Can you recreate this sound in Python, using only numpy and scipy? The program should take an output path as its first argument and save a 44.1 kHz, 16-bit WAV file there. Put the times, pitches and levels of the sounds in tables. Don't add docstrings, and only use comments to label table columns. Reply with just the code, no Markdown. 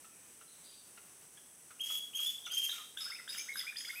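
import sys
import numpy as np
from scipy import signal
from scipy.fft import rfft, irfft
from scipy.io import wavfile
from scipy.ndimage import uniform_filter1d

SR = 44100
rng = np.random.default_rng(int(sys.argv[2]) if len(sys.argv) > 2 else 0)


def field_ratio(decibels):
    return 10 ** (np.asarray(decibels, dtype=float) / 20)


def waveform_to_disk(signal):
    frames = np.transpose(np.atleast_2d(signal))
    scaled = np.clip(frames, -1, 1) * 32767
    samples = np.round(scaled).astype(np.int16)
    wavfile.write(sys.argv[1], SR, samples)


N = 4 * SR

# pitch_hz, level_db (per Hz)
AIR = [(20, -20), (50, -14), (171, -3.5), (400, -4.5), (650, -8), (3270, -11), (4200, -15), (7970, -9),
       (15600, -14)]
AIR_DB = -62
# pitch_hz, width_hz, level_db, throb_per_s
INSECTS = [
    (6090, 680, -69.5, 35),
    (8073, 470, -63.5, 55),
    (9530, 760, -63, 60),
    (12500, 1100, -74.5, 30),
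]
THROB_DB = -0.5

# start_s, level_db, pitch_hz, second_harmonic_db
CLUCKS = [(0.043, -56, 1320, -9), (.41, -56.5, 1346, -10), (.973, -53, 1379, -4), (1.371, -61, 1600, 6),
          (1.704, -54, 1378, -9), (1.900, -51, 1262, -6), (2.191, -54, 1313, -4), (2.465, -47, 1350, -5),
          (2.520, -53, 1480, -6), (2.688, -50, 1700, -8), (2.774, -52, 1292, -3)]
CLUCK_HARMONICS = [-16, -16]
CLUCK_S, CLUCK_FALL, CLUCK_SNAP_DB, CLUCK_ECHO_DB = .018, .12, -5.5, -3.5

# start_s, length_s, from_hz, to_hz, level_db
FAR_TRILLS = [(.465, .06, 4100, 4400, -64.5), (.63, .28, 4900, 4500, -64), (.52, .13, 3900, 4600, -70),
              (.62, .25, 4000, 3650, -67), (.15, .2, 1900, 1900, -78), (.08, .3, 2650, 2400, -74),
              (1.0, .14, 2800, 2500, -75)]
FAR_PER_S, FAR_SWING, FAR_T60_S = 130, .13, .5

# pitch_hz, t60_s
WOODS = [(1000, .36), (2400, .42), (3300, 0.62), (6000, .62), (14000, .55)]
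WOODS_GAP_S = .008

# start_s, length_s, from_hz, to_hz, level_db
WHISTLES = [(1.792, .012, 1900, 3100, -46), (1.802, .024, 3000, 3270, -38.5),
            (1.825, 0.053, 2652, 3257, -41.5), (1.883, 0.081, 2690, 3342, -41),
            (1.949, 0.045, 2690, 3358, -42.5), (2.131, .016, 1988, 3200, -47),
            (2.145, .042, 3000, 3256, -38.5), (2.184, 0.073, 2230, 3295, -38),
            (2.255, .03, 2998, 3454, -35), (2.286, .03, 3300, 3445, -39), (2.497, .014, 2000, 3150, -47),
            (2.508, .022, 3000, 3214, -38), (2.530, 0.037, 2800, 3195, -39),
            (2.566, 0.028, 2903, 3200, -33), (2.593, .014, 3100, 3200, -40), (2.612, .014, 2390, 3180, -41),
            (2.623, .042, 3050, 3197, -34.5)]
SQUEAKS = [(3.006, .06, 4900, 5126, -44.5), (3.288, 0.051, 4500, 5023, -47.5),
           (3.376, 0.028, 4840, 5190, -45.5), (3.567, .05, 4620, 5034, -45.5),
           (3.765, 0.032, 4745, 4943, -47), (3.845, .015, 5300, 5100, -51), (3.797, .04, 5000, 5150, -52),
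           (3.874, .02, 4700, 4950, -48), (3.065, .1, 5150, 5170, -52), (2.248, 0.01, 5040, 5240, -49),
           (2.51, 0.028, 4550, 4870, -54)]
YELPS = [(2.968, .06, 2840, 3685, -45.5), (3.276, .04, 2810, 3750, -47), (3.556, .028, 3050, 3765, -48),
         (3.588, .022, 3660, 3456, -46.5), (3.756, 0.018, 2300, 3660, -48), (3.846, 0.019, 2950, 3497, -48),
         (3.89, .025, 3440, 3520, -54), (2.692, 0.021, 3160, 3968, -44)]
YODELS = [(3.113, 0.025, 1363, 2217, -46), (3.376, 0.044, 1550, 2340, -47.5),
          (3.483, .046, 1535, 2179, -42.5), (3.608, 0.011, 1890, 2040, -47), (3.664, .04, 1530, 2440, -42),
          (3.705, .018, 2250, 2420, -46), (3.889, 0.024, 1460, 2190, -44), (3.953, .047, 1665, 2520, -46),
          (3.844, 0.012, 1020, 2400, -47)]
RASPS = [
    (3.378, .05, 6100, 6400, -51),
    (3.78, .045, 6900, 6500, -53),
    (2.458, .03, 6800, 6000, -56),
]
SLIDES = [(3.183, .012, 2150, 1950, -50), (3.194, .012, 1600, 1200, -55), (3.345, .01, 1200, 2100, -56),
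          (3.146, 0.025, 2270, 2690, -54), (3.19, 0.014, 2270, 1900, -48), (3.273, 0.009, 1600, 1620, -49),
          (3.286, .01, 1600, 1650, -50), (3.9, .008, 2200, 2700, -51), (3.554, 0.0094, 1586, 1646, -43.5),
          (3.756, .012, 1500, 2400, -52), (3.908, .009, 3500, 3500, -50), (3.803, .012, 2600, 1300, -57),
          (2.712, 0.022, 3906, 3215, -41.5), (2.749, 0.0667, 1396, 1169, -61.5),
          (2.45, 0.019, 3406, 3480, -45.5), (3.526, 0.03, 3770, 4020, -58), (3.802, 0.013, 3790, 2950, -50),
          (3.535, 0.064, 11600, 12200, -54), (3.914, 0.086, 11340, 12500, -57),
          (3.39, .014, 3600, 2900, -52), (3.72, .015, 1400, 2100, -56), (3.6, .012, 1700, 2300, -55),
          (3.348, .016, 3700, 2700, -51), (2.463, .01, 3500, 2000, -50)]
RUNUPS = [(3.051, .035, 1277, 1700, -53), (3.098, .019, 1280, 1375, -51), (3.353, .03, 1290, 1500, -57),
          (3.456, .03, 1297, 1540, -61), (3.634, .033, 1280, 1560, -56), (3.869, .025, 1273, 1600, -56),
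          (3.926, .029, 1300, 1560, -56), (2.967, .013, 1384, 1750, -46), (3.0, .045, 1350, 1250, -63),
          (3.075, .03, 1800, 1500, -56), (3.67, .012, 1350, 1700, -55), (3.128, .012, 1300, 1600, -58),
          (2.725, .02, 1420, 1380, -58), (2.79, .035, 1300, 1180, -56)]
OVERTONES = [(3.29, .03, 9700, 9950, -51), (3.368, .035, 9500, 10250, -50), (3.567, .045, 9800, 10050, -51),
             (2.15, .035, 6400, 6510, -50), (2.528, .04, 6300, 6390, -49), (2.99, .04, 11000, 11150, -54),
             (3.365, .03, 14500, 15100, -58), (3.77, .05, 9700, 9900, -54), (2.66, .07, 6380, 6400, -54)]

WHISTLE_HARMONICS = [-16, -14.5, -13]
SQUEAK_HARMONICS = [-14]
YELP_HARMONICS = [-20, -16]
RUNUP_HARMONICS = [-8]
PURE = []

# scoop_s (over 1 means an even slide), loss_db (per octave off pitch),
# waver (share of pitch), flutter_db, skirt_db (rough edge), breath_db, echo_db
WHISTLING = (.004, 20, .004, 1.5, -11, -22, -5)
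SQUEAKING = (.003, 21, .013, 3, -9, -16, -5)
YELPING = (.005, 9, .016, 3, -6, -15, -3)
YODELLING = (.004, 12, .01, 2.6, -9, -18, -7)
RASPING = (.01, 10, .03, 4, -8, -12, -2)
SLIDING = (12, .1, .03, 3, -6, -16, -2.5)
RUNNING = (12, 18, .022, 3, -7, -20, -4)

RISE_S, FALL_S = .005, .004
SKIRT_BELOW, SKIRT_WIDE_HZ = .92, 380
HARMONIC_SWAY_DB, HARMONIC_GRAIN = 2.1, .55
HARMONIC_START, BLOOM_S = .1, .018

# pitch_hz, level_db (per Hz)
BREATH = [(900, -34), (1700, -18), (3200, -15), (4000, -17), (5200, -7), (9700, -10.5), (13100, -11),
          (15500, -18)]
# start_s, length_s, hiss_db, hoarse_db
GUSTS = [
    (1.83, .19, -53, -64),
    (2.17, .2, -52.5, -63),
    (2.51, .24, -52.5, -64),
    (2.69, .15, -57, -59),
    (2.97, .16, -57, -60),
    (3.28, .17, -56, -58),
    (3.55, .11, -57, -60),
    (3.75, .25, -58, -63),
]
GUST_GRAIN_DB, GUST_ECHO_DB, HOARSE_HZ, HOARSE_WIDE_HZ = 1.5, 0.1, 2600, 1100


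def read(points, hz):
    point_hz, value = np.transpose(points)
    return np.interp(np.log(hz + 1), np.log(point_hz + 1), value)


def evened(x):
    return x / np.sqrt(np.mean(x ** 2) + 1e-20)


def cut(x, start_s, count):
    return x[round(start_s * SR):][:count]


def add(mix, start_s, sound):
    part = cut(mix, start_s, len(sound))
    part += sound[:len(part)]


def coloured(points):
    gain = field_ratio(read(points, np.fft.rfftfreq(N, 1 / SR)))
    return evened(irfft(rfft(rng.standard_normal(N)) * gain, N))


def wander(span_s):
    size = round(span_s * SR)
    smooth = uniform_filter1d(rng.standard_normal(N), size)
    return evened(uniform_filter1d(smooth, size))


def band(x, hz, width_hz):
    offset = (np.fft.rfftfreq(len(x), 1 / SR) - hz) / width_hz
    return irfft(rfft(x) * np.exp(-offset ** 2), len(x))


def dusk():
    t = np.arange(N) / SR
    out = field_ratio(AIR_DB) * coloured(AIR) * field_ratio(1.1 * wander(.06))
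    for hz, width_hz, db, rate in INSECTS:
        throb = np.sin(2 * np.pi * rate * t + 2 * wander(.05)) + .7 * wander(.1)
        chorus = evened(band(rng.standard_normal(N), hz, width_hz))
        out = out + field_ratio(db + THROB_DB * throb) * chorus
    return out


def clucks():
    out = np.zeros(N)
    t = np.arange(0, 3 * CLUCK_S, 1 / SR)
    fall = CLUCK_FALL * (np.exp(-t / 0.00372) - t / CLUCK_S / 4)
    shape = np.minimum(t / .003, 1) * np.exp(-(t / CLUCK_S) ** 2)
    for start_s, db, hz, second_db in CLUCKS:
        burst, grit = rng.standard_normal((2, len(t)))
        hoarse = .06 * evened(band(grit, 0, 200))
        turns = 2 * np.pi * np.cumsum(hz * (1 + hoarse + fall)) / SR
        tone = np.sin(turns)
        for number, part_db in enumerate([second_db] + list(CLUCK_HARMONICS), 2):
            tone = tone + field_ratio(part_db) * np.sin(number * turns)
        snap = evened(band(burst, 1800, 2200) - band(burst, 0, 450) + .2 * burst)
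        add(out, start_s, field_ratio(db) * shape * (tone + field_ratio(CLUCK_SNAP_DB) * snap))
    return out


def tree_echoes(t60s):
    taps = np.zeros(SR)
    slots = np.arange(0, SR - 20, 20)
    taps[slots + rng.integers(0, 20, len(slots))] = rng.choice([-1., 1.], len(slots))
    hz, t, bands = signal.stft(taps, SR, nperseg=256)
    fading = bands * field_ratio(-60 * t / read(t60s, hz)[:, None])
    out = signal.istft(fading, SR, nperseg=256)[1]
    out = out * np.minimum(np.arange(len(out)) / SR / WOODS_GAP_S, 1)
    return out / np.linalg.norm(out)


def far_bird():
    out = np.zeros(N)
    waver = wander(1 / FAR_PER_S / 4)
    for start_s, length_s, low, top, db in FAR_TRILLS:
        t = np.arange(0, length_s, 1 / SR)
        dip = FAR_SWING * cut(waver, start_s, len(t)) ** 2 / 2
        hz = (low + (top - low) * t / length_s) * (1 - dip)
        swell = np.sin(np.pi * (t / length_s) ** .25)
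        add(out, start_s, field_ratio(db) * swell * np.sin(2 * np.pi * np.cumsum(hz) / SR))
    echoes = tree_echoes([(1000, FAR_T60_S), (9000, FAR_T60_S)])
    return signal.fftconvolve(out, echoes)[:N] * 2


def voice(start_s, hz, top, db, harmonics, manner, chance):
    _, loss_db, waver_share, flutter_db, skirt_db, breath_db, _ = manner
    t = np.arange(len(hz)) / SR
    waver, flutter, rough, breath, *sway = (np.resize(cut(c, start_s, len(t)), len(t)) for c in chance)
    turns = 2 * np.pi * np.cumsum(hz * (1 + waver_share * waver)) / SR
    off_db = loss_db * abs(np.log2(hz / top))
    bloom = np.minimum(HARMONIC_START + t / BLOOM_S, 1)
    grain = 1 + HARMONIC_GRAIN * rough
    tone = np.sin(turns)
    for k, part_db in enumerate(harmonics):
        part_db = part_db + HARMONIC_SWAY_DB * sway[k] - 2 * off_db - flutter_db * flutter
        tone = tone + bloom * field_ratio(part_db) * grain * np.sin((k + 2) * turns)
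    skirt = field_ratio(skirt_db) * rough * np.sin(SKIRT_BELOW * turns)
    sound = np.sqrt(2) * tone + skirt + field_ratio(breath_db) * breath
    level_db = db + flutter_db * flutter - off_db
    shape = np.clip(np.minimum(t / RISE_S, (t[-1] - t) / FALL_S), 0, 1)
    return field_ratio(level_db) * shape * sound


def gusts(breath, grain):
    out = np.zeros(N)
    hoarse = evened(band(breath[::-1], HOARSE_HZ, HOARSE_WIDE_HZ))
    for start_s, length_s, hiss_db, hoarse_db in GUSTS:
        air = cut(field_ratio(hiss_db) * breath + field_ratio(hoarse_db) * hoarse, start_s, round(length_s * SR))
        air = air * field_ratio(GUST_GRAIN_DB * cut(grain, start_s, len(air)))
        add(out, start_s, air * np.sin(np.pi * np.linspace(0, 1, len(air)) ** .65))
    return out


def singer():
    rough = evened(band(rng.standard_normal(N), 0, SKIRT_WIDE_HZ))
    breath = coloured(BREATH)
    sways = [wander(.02) for _ in WHISTLE_HARMONICS]
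    chance = [wander(.002), wander(.003), rough, breath] + sways
    voices = ((WHISTLES, WHISTLE_HARMONICS, WHISTLING), (SQUEAKS, SQUEAK_HARMONICS, SQUEAKING),
              (YELPS, YELP_HARMONICS, YELPING), (YODELS, PURE, YODELLING),
              (RASPS, PURE, RASPING), (SLIDES, PURE, SLIDING),
              (RUNUPS, RUNUP_HARMONICS, RUNNING), (OVERTONES, PURE, YODELLING))
    direct, sent = np.zeros((2, N))
    for k, (rows, harmonics, manner) in enumerate(voices):
        scoop_s, *_, echo_db = manner
        own = np.roll(chance, k * N // 10, axis=1)
        for start_s, length_s, low, top, db in rows:
            t = np.arange(0, length_s, 1 / SR)
            left = 1 - t / length_s if scoop_s > 1 else np.exp(-t / scoop_s)
            sound = voice(start_s, top + (low - top) * left, top, db, harmonics, manner, own)
            add(direct, start_s, sound)
            add(sent, start_s, field_ratio(echo_db) * sound)
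    air = gusts(breath, sways[0])
    return direct + air, sent + field_ratio(GUST_ECHO_DB) * air


def scene():
    floor, cluck, far = dusk(), clucks(), far_bird()
    song, sent = singer()
    echoes = signal.fftconvolve(sent + field_ratio(CLUCK_ECHO_DB) * cluck, tree_echoes(WOODS))[:N]
    return (song + cluck + echoes + far + floor)[None]


def low_pass(x):
    return signal.sosfilt(signal.butter(12, 15710, fs=SR, output="sos"), x)


def record(dry):
    lowpass = signal.firwin(301, 15900, window=("kaiser", 9), fs=SR)
    mix = signal.oaconvolve(dry, lowpass[None], "same")
    return low_pass(mix)


dry = scene()
out = record(dry)
waveform_to_disk(out)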